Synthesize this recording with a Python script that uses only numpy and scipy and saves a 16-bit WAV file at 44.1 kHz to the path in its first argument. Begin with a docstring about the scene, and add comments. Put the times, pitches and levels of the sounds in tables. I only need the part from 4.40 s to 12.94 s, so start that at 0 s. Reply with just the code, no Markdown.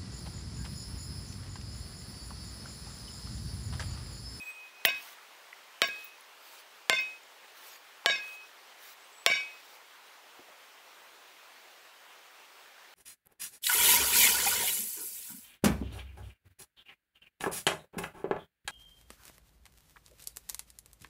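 """A flat steel bar, its end hot, is lifted with both hands and dropped end-first on a boulder in a forest clearing.
Each blow cracks as a falling chirp; the tip rebounds and chatters, and the bar rings in bending and lengthwise modes.
Hot scale sprays as gritty noise, the ground booms softly and the trunks answer with decaying noise.
Behind it: shaped noise for wind in far leaves and for hands sliding on steel, a small bird in wavering sines,
and ticks as short damped rings. One microphone, mono."""
import sys
import numpy as np
from scipy import signal
from scipy.fft import rfft, irfft, next_fast_len
from scipy.io import wavfile
from scipy.ndimage import uniform_filter1d, map_coordinates

SR = 44100
rng = np.random.default_rng(int(sys.argv[2]) if len(sys.argv) > 2 else 0)


def elevation(decibels):
    """Turn decibel levels (scalar or array-like) into linear amplitude ratios."""
    levels = np.asarray(decibels, float)
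    return 10 ** (levels / 20)


def unload_wav(signal):
    """Save mono or channel-first audio to the path in sys.argv[1] as 16-bit WAV at rate SR, clipped to [-1, 1]."""
    wavfile.write(
        sys.argv[1],
        SR,
        np.round(np.clip(np.atleast_2d(signal).T, -1, 1) * 32767).astype(np.int16),
    )


N = 376613  # length in samples

# bending modes of the bar, a pair for its two planes:
# flatwise f/Hz, edgewise f/Hz, relative level in a blow/dB, relative level in a rebound/dB
BAR_MODES = [(650.4, 681, -5, -18.5), (1050, 1104, -7, -11), (1536, 1650, -4.5, -3.5),
             (2121, 2262, -2, 0.5), (2760, 2972, -3, -7.5), (3550, 3766, -5.5, -2.5),
             (4445, 4609, -15, -7.5), (5235, 5543, -10.5, -7.5), (6160, 6535, -20, -16),
             (7280, 7590, -14, -17), (8240, 8680, -24, -27)]
# contacts of tip and stone, each blow then its chatter:
# t/s, crack peak level/dB, bending level/dB, favoured mode f/Hz, lengthwise level/dB
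CONTACTS = [ (.4510, -4.5, -34, 2760, -29.5), (.483, -26, -34.5, 2970, -33),
            (.503, -31, -42.5, 1650, -36.5), (1.4184, -5, -30, 1650, -32), (1.4431, -26, -34.5, 2970, -55),
            (1.456, -41, -42.5, 5545, -61), (1.485, -33, -45, 1650, -37.5), (2.497, -4.5, -29.5, 2118, -36),
            (2.5298, -19, -32.5, 3550, -46), (2.562, -57, -39.5, 3550, -28), (2.585, -46, -40, 5235, -28.5),
            (2.598, -39, -42.5, 2970, -32), (3.6600, -4.5, -29.5, 1650, -51), (3.686, -45, -35, 1105, -48),
            (3.6981, -19, -32.5, 3765, -40), (3.707, -32, -31.5, 3765, -44), (3.72, -40, -36, 5545, -32),
            (3.756, -38, -39, 5235, -57), (3.782, -48, -49, 1650, -40), (4.8629, -3.5, -31, 2265, -42),
            (4.9, -21, -32.5, 2265, -44), (4.913, -26, -31.5, 2970, -37), (4.941, -54, -38, 5545, -40),
            (4.953, -39, -35.5, 2970, -52), (4.969, -48, -39, 3766, -37), (5.005, -38, -46, 2265, -39)]
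# each blow in turn: hands close t/s, lengthwise fade until then/(dB/s), crack brightness/(dB per octave),
# level of the plane not struck/dB, scale spray level/dB
GRIPS = [(.57, 41, 3, -2, -19), (1.741, 95, 6.5, -7, -37), (2.76, 126, 4.5, -14, -55),
         (4.04, 51, 4.5, -15, -57), (5.19, 120, 10, 0, -47)]
BLOW_DB = -15  # a contact whose crack is stronger is a blow


def unit(x):
    """Scaled to rms 1."""
    return x / np.sqrt(np.mean(x ** 2) + 1e-20)


def along(f, v, hz):
    """Points joined on a log frequency axis."""
    return np.interp(np.log(hz + 1), np.log(np.asarray(f) + 1), v)


def curve(rows):
    """One value per sample for each column after the time."""
    s, *cols = np.transpose(rows)
    return [np.interp(np.arange(N) / SR, s, c) for c in cols]


def wobble(rate):
    """A smooth random curve, rate knots a second."""
    knots = rng.standard_normal(int(N * rate / SR) + 4)
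    return map_coordinates(knots, [np.arange(N) * rate / SR])


def coloured(x, spectrum):
    """x with the (f/Hz, level/dB) spectrum laid on it."""
    m = next_fast_len(N + 8192)
    gain = elevation(along(*np.transpose(spectrum), np.fft.rfftfreq(m, 1 / SR)))
    return irfft(rfft(x, m) * gain, m)[:N]


def rush(spectrum, patchy_db):
    """Coloured noise of rms 1 with patches of random gain."""
    z = signal.stft(rng.standard_normal(N), nperseg=512)[2]
    field = uniform_filter1d(rng.standard_normal(z.shape), 6, 0)  # smooth across frequency
    field = uniform_filter1d(field, 10, 1)  # and time
    patchy = signal.istft(z * elevation(patchy_db * unit(field)), nperseg=512)[1]
    return unit(coloured(patchy, spectrum))


def tone(rows, hz, db, waver_hz):
    """A slightly unsteady sine that lasts as long as its table."""
    t = np.arange(N) / SR
    fade = np.clip(np.minimum(t - rows[0][0] + 0.0056, rows[-1][0] - t) / 0.0046, 0, 1)
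    phase = 2 * np.pi * np.cumsum(hz + waver_hz * wobble(120)) / SR
    return np.sqrt(2) * fade * elevation(db) * np.sin(phase)


def emphasis(hz, loud_hz, loud_db, octaves):
    """Where and how the tip lands favours some modes: a bump in dB around loud_hz."""
    return loud_db * np.exp(-(np.log2(hz / loud_hz) / octaves) ** 2)


def wind():
    """Leaves far off: steady coloured noise with slow and quick swells."""
    # colour of the leaves: f/Hz, relative level/dB per Hz
    leaf_colour = [(35, -65), (60, -27.5), (121, -29.5), (266, -15.5), (404, -6.5), (615, -4), (913, -1),
                   (2850, -4.5), (10800, -19.5), (15600, -17)]
    level_db = -55 + 0.18 * wobble(2.18) + 0.38 * wobble(15)
    return elevation(level_db) * rush(leaf_colour, patchy_db=1.02)


def bird():
    """Thin high notes with a fast tremble in level and a waver in pitch."""
    # one list per note: t/s, f/Hz, level before the tremble/dB
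    notes = [
        [(0.001, 8350, -69), (0.048, 7700, -61), (0.14, 8330, -62.5), (0.21, 8250, -72)],
        [(4.59, 7600, -74), (4.62, 7900, -68), (4.67, 8360, -76)],
        [(4.725, 7600, -66), (4.818, 8050, -60), (4.855, 7840, -75)],
    ]
    tremble = elevation(3.1 * wobble(200))
    return tremble * sum(tone(rows, *curve(rows), waver_hz=160) for rows in notes)


def ticks():
    """Short damped rings, their pitch scattered from cycle to cycle."""
    # small ticks and knocks: t/s, level before the bass cut/dB, f/Hz, t60/s
    small_knocks = [(.786, -51, 1380, 0.035), (1.129, -42, 2050, 0.026), (1.474, -43, 15550, .05),
                    (1.644, -45, 15550, .06), (1.809, -46, 10900, 0.006), (2.606, -49, 15550, .05),
                    (2.835, -49, 7000, 0.0035), (3.648, -46, 914, 0.058), (5.992, -54.5, 395, 0.092),
                    (5.991, -61, 672, 0.17), (6.085, -60, 581, 0.29)]
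    out, t = np.zeros(N + SR), np.arange(SR // 8) / SR
    for s, db, hz, t60 in small_knocks:
        scatter = unit(uniform_filter1d(rng.standard_normal(len(t)), round(SR / hz)))
        scatter_hz = np.clip(0.081 * hz, 130, 400)
        ring = np.sin(2 * np.pi * np.cumsum(hz + scatter_hz * scatter) / SR)
        attack = 1 - np.exp(-t / 0.00012)
        out[round(s * SR):][:len(t)] += elevation(db - 60 * t / t60) * attack * ring
    return coloured(out, [(60, -6), (250, 6.5)])  # too small to push out bass


def hands():
    """Hands along the bar: a bright, slightly grainy hiss that swells along each slide and stops short."""
    # slides: start t/s, end t/s, level at the top of the swell/dB
    slides = [(-.05, 0.126, -55), (0.5, 0.754, -49.5), (1.475, 1.708, -55), (1.97, 2.228, -52.5),
              (3.117, 3.384, -51), (3.79, 3.976, -52), (4.365, 4.554, -52), (5.053, 5.39, -59)]
    # colour of skin on steel: f/Hz, relative level/dB per Hz
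    skin_colour = [(60, -57), (300, -15), (1200, 3.5), (4000, 1), (9000, -6.5), (15500, -0.5)]
    t, stroke = np.arange(N) / SR, np.zeros(N)
    for start, end, db in slides:
        rise = (t - start) / (.5 * (end - start))
        stop = (end - t) / 0.024
        stroke += elevation(db) * np.clip(np.minimum(rise, stop), 0, 1)
    grain = elevation(1.5 * wobble(40) + 0.58 * wobble(230))
    return stroke * unit(grain * rush(skin_colour, patchy_db=-3.5))


def ground():
    """The boulder rocks in the soil: a low boom swells a moment after each blow."""
    t = np.arange(N) / SR
    swell = sum(elevation(db) * np.exp(-((t - s - .1) / 0.029) ** 2) for s, db, *_ in CONTACTS if db > BLOW_DB)
    boom = rush([(35, -36), (62, 1.0), (100, -24), (500, -52)], patchy_db=3)
    return elevation(-70.5) * swell * boom


def scale():
    """Each blow sheds brittle scale: a bright gritty spray of noise that soon dies."""
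    # colour of the spray: f/Hz, relative level/dB per Hz
    spray_colour = [(3000, -37), (7000, -12), (12000, -9), (15500, 7)]
    spray_t60 = .13  # s
    t = np.arange(N) / SR
    blows = [s for s, db, *_ in CONTACTS if db > BLOW_DB]
    spray = sum((t > s) * elevation(row[4] - 60 * np.abs(t - s) / spray_t60) for s, row in zip(blows, GRIPS))
    return spray * unit(elevation(6.8 * wobble(400)) * rush(spray_colour, patchy_db=-5.0))


def clearing(x):
    """The trunks answer with noise, each frequency dying at its own speed; new noise every 9/8 s."""
    # the trunks: f/Hz, relative level/dB, t60/s
    trunks = [(60, -15, 0.72), (152, 7.5, 0.11), (497, -24, 1), (2000, -19, 0.7), (5970, -19, 1),
              (15000, -9, 0.24)]
    out, (f, db, t60) = np.zeros(N + 2 * SR), np.transpose(trunks)
    span = 9 * SR // 8
    for start in range(SR // 5, N, span):
        hz, t, z = signal.stft(rng.standard_normal(SR // 2), SR, nperseg=512)
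        decay_db = along(f, db, hz)[:, None] - 60 * t / along(f, t60, hz)[:, None]
        build = 1 - np.exp(-t / 0.019)
        tail = signal.istft(z * build * elevation(decay_db), SR, nperseg=512)[1]
        wet = signal.fftconvolve(x[start:][:span], tail / 40)
        out[start + 200:][:len(wet)] += wet  # 200 samples of travel
    return out[:N]


def rattle():
    """Between clear contacts the tip jitters on rough stone: dense tiny knocks stir every mode into a jangle."""
    knocks_per_s, rattle_t60, width_hz = 2500, .35, 70  # width of the modes stirred
    rattle_db, airborne_db = -2, -5  # against the contact's ring; less still while the bar is thrown clear
    askew = .35  # dB of rattle per dB in the plane not struck
    t, m = np.arange(N) / SR, next_fast_len(N + 8192)
    s, crack_db, ring_db, *_ = np.transpose(CONTACTS)
    blow = crack_db > BLOW_DB
    ring_db = ring_db + airborne_db * blow + askew * np.array(GRIPS)[np.cumsum(blow) - 1, 3]
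    last = np.maximum(np.searchsorted(s, t) - 1, 0)  # latest contact
    knocks = unit((rng.random(N) < knocks_per_s / SR) * rng.standard_normal(N))
    f, (flat, edge, _, db) = np.fft.rfftfreq(m, 1 / SR), np.transpose(BAR_MODES)
    modes = 0
    for k, (centre, mode_db) in enumerate(zip(np.r_[flat, edge], np.r_[db, db])):
        resonance = 1j * f * width_hz / (centre * centre - f * f + 1j * f * width_hz)
        modes = modes + (-1) ** k * elevation(mode_db) * resonance
    drive = (t > s[0]) * elevation(ring_db[last] + rattle_db - 60 * np.abs(t - s[last]) / rattle_t60)
    size = np.sqrt(np.mean(np.abs(modes) ** 2))
    return irfft(rfft(drive * knocks, m) * modes / size, m)[:N]


def lengthwise():
    """The clearest ring: contacts reset it, the grip fades and stops it, its pitch climbs as the bar comes free."""
    # swells and sinks while the bar is first raised: start t/s, end t/s, level at the top/dB
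    raising = [(-.01, 0.052, -42), (0.048, 0.125, -41), (0.09, 0.318, -49), (0.31, 0.478, -56.5)]
    raised_hz, pressed_hz, free_hz = 2520, 2535, 2543  # first raised, on the stone, off the stone
    release_s, build_s, close_db_per_s = 0.0623, 0.0087, 502  # pitch release, build-up, choke by the hands
    t = np.arange(N) / SR
    s, crack_db, _, _, db = np.transpose(CONTACTS)
    last = np.maximum(np.searchsorted(s, t) - 1, 0)  # latest contact
    blows = s[crack_db > BLOW_DB]
    blow = np.maximum(np.searchsorted(blows, t) - 1, 0)  # latest blow
    close, fade = np.array(GRIPS)[blow, :2].T
    goal_db = db[last] - fade * (t - s[last]) - close_db_per_s * np.maximum(t - close, 0)
    goal = (t > s[0]) * elevation(goal_db)
    keep = np.exp(-1 / (build_s * SR))
    size = signal.lfilter([1 - keep], [1, -keep], goal)
    size += sum(elevation(top) * np.sin(np.pi * np.clip((t - start) / (end - start), 0, 1))
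                for start, end, top in raising)
    bar_hz = free_hz + (pressed_hz - free_hz) * np.exp(-np.abs(t - blows[blow]) / release_s)
    hz = np.where(t > s[0], bar_hz, raised_hz)
    return np.sqrt(2) * size * np.sin(2 * np.pi * np.cumsum(hz + 7.7 * wobble(120)) / SR)


def bending():
    """Every contact shares the energy anew among the modes; they decay, then are choked by the next contact."""
    airborne_t60, pressed_t60, treble_loss = .55, .28, .25  # s at 2500 Hz, after a blow and a rebound; power of Hz
    choke_db_per_s, graze_db_per_s = 807, 256  # at the next contact, at a mere graze
    graze_db = -39.5  # a contact whose crack is weaker only grazes the stone
    blow_favour_db, favour_db, carry_db = 7.5, 8.5, 7  # favoured mode in a blow, in a rebound; the blow's, carried on
    rebound_plane_db = -7  # plane not struck, in a rebound
    skirt_db_per_octave = 1.5  # in a rebound, modes far from the favoured one get less
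    luck_db = 2  # scatter of each mode's level
    chatter_db, chatter_per_s = 2.5, 120  # each mode flutters while the tip rattles on the stone
    out, times = np.zeros(N), np.array(CONTACTS)[:, 0]
    flat, edge, blow_db, rebound_db = np.transpose(BAR_MODES)
    hz = np.concatenate([flat, edge])[:, None]
    edgewise = np.repeat([False, True], len(BAR_MODES))[:, None]
    landings = (row[3] for row in GRIPS)
    for k, (s, _, ring_db, loud_hz, _) in enumerate(CONTACTS):
        first = k == 0 or s - times[k - 1] > .3  # a blow
        more = k + 1 < len(times)
        left = min(times[k + 1] - s if more else 1, .45)  # choked after 0.45 s at the latest
        t = np.arange(round((left + .08) * SR)) / SR
        choke = graze_db_per_s if more and CONTACTS[k + 1][1] < graze_db else choke_db_per_s
        luck = rng.standard_normal((3, len(hz), 1))  # level, pitch, phase
        other_db = next(landings) if first else rebound_plane_db
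        struck = edgewise[np.argmin(np.abs(hz - loud_hz))]
        db = ring_db + np.tile(blow_db if first else rebound_db, 2)[:, None]
        db = db + other_db * (edgewise != struck) + luck_db * luck[0]
        db += emphasis(hz, loud_hz, blow_favour_db if first else favour_db, 0.033)
        if first:
            blow_hz = loud_hz
        else:
            db -= skirt_db_per_octave * np.abs(np.log2(hz / loud_hz))
            db += emphasis(hz, blow_hz, carry_db, 0.026) - emphasis(loud_hz, blow_hz, carry_db, 0.026)
            knots = rng.standard_normal((len(hz), 90))
            places = np.broadcast_arrays(np.arange(len(hz))[:, None], t * chatter_per_s)
            db = db + chatter_db * map_coordinates(knots, places, order=1)
        fade = (1 - np.exp(-t / 0.00042)) * elevation(-choke * np.maximum(t - left, 0))
        phase = 2 * np.pi * hz * (1 + 0.003 * luck[1]) * t + 9 * luck[2]
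        t60 = airborne_t60 if first else pressed_t60
        ring = elevation(db - 60 * t / t60 * (hz / 2500) ** treble_loss) * np.sin(phase)
        out[round(s * SR):][:len(t)] += fade * ring.sum(0)
    return out


def cracks():
    """Bending waves run faster at high pitch, so each crack is a short falling chirp."""
    # colour of a crack: f/Hz, relative level/dB
    crack_colour = [(59, -50), (100, -14.5), (518, 4.5), (1120, -4.5), (1910, -1), (3470, 0.5),
                    (12500, -28), (16500, -42)]
    favour_db = 3  # the crack leans toward the favoured mode
    soft_db_per_db = .4  # brightness a rebound loses for each dB it is weaker
    bounce_s, bounce_db = .0016, -10  # the crack once more off the ground
    out, hz = np.zeros(N + 1024), np.fft.rfftfreq(1024, 1 / SR)
    causal = np.r_[1, np.full(511, 2), 1, np.zeros(511)]  # folds the cepstrum to minimum phase
    blows = (row[2] for row in GRIPS)
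    for s, db, _, loud_hz, _ in CONTACTS:
        ripple = uniform_filter1d(rng.standard_normal(len(hz)), 10)
        colour = along(*np.transpose(crack_colour), hz) + 9 * ripple
        colour += emphasis(hz + 50, loud_hz, favour_db, 0.48)
        bright_db = next(blows) if db > BLOW_DB else soft_db_per_db * (db + 13)
        colour += bright_db * np.log2(1 + hz / 4000)  # weaker contacts are softer, so duller
        lag = 4 * np.pi * 0.03046 * np.sqrt(hz) - 2 * np.pi * hz * (.0001 - 64 / SR)  # low pitch comes later
        bounce = 1 + elevation(bounce_db) * np.exp(-2j * np.pi * hz * bounce_s)
        minimum_phase = rfft(causal * irfft(np.log(elevation(colour))))
        pulse = irfft(bounce * np.exp(minimum_phase - 1j * lag))
        out[round(s * SR) - 64:][:1024] += elevation(db) * pulse / np.abs(pulse).max()
    return out[:N]


def scene():
    """Bar, clearing and background."""
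    crack, ring = cracks(), bending() + rattle()
    bar = crack + ring + lengthwise() + clearing(crack + .5 * ring)
    return (bar + ground() + ticks() + bird() + hands() + wind() + scale())[None]


def low_pass(x):
    """Removes everything above the highest recorded frequency."""
    return signal.sosfilt(signal.butter(12, 17060, fs=SR, output="sos"), x)


def record(dry):
    """One microphone with a steep band limit just under 16 kHz."""
    mix = coloured(dry[0], [(15700, 0), (15900, -54)])[None]
    return low_pass(mix)


dry = scene()
out = record(dry)
unload_wav(out)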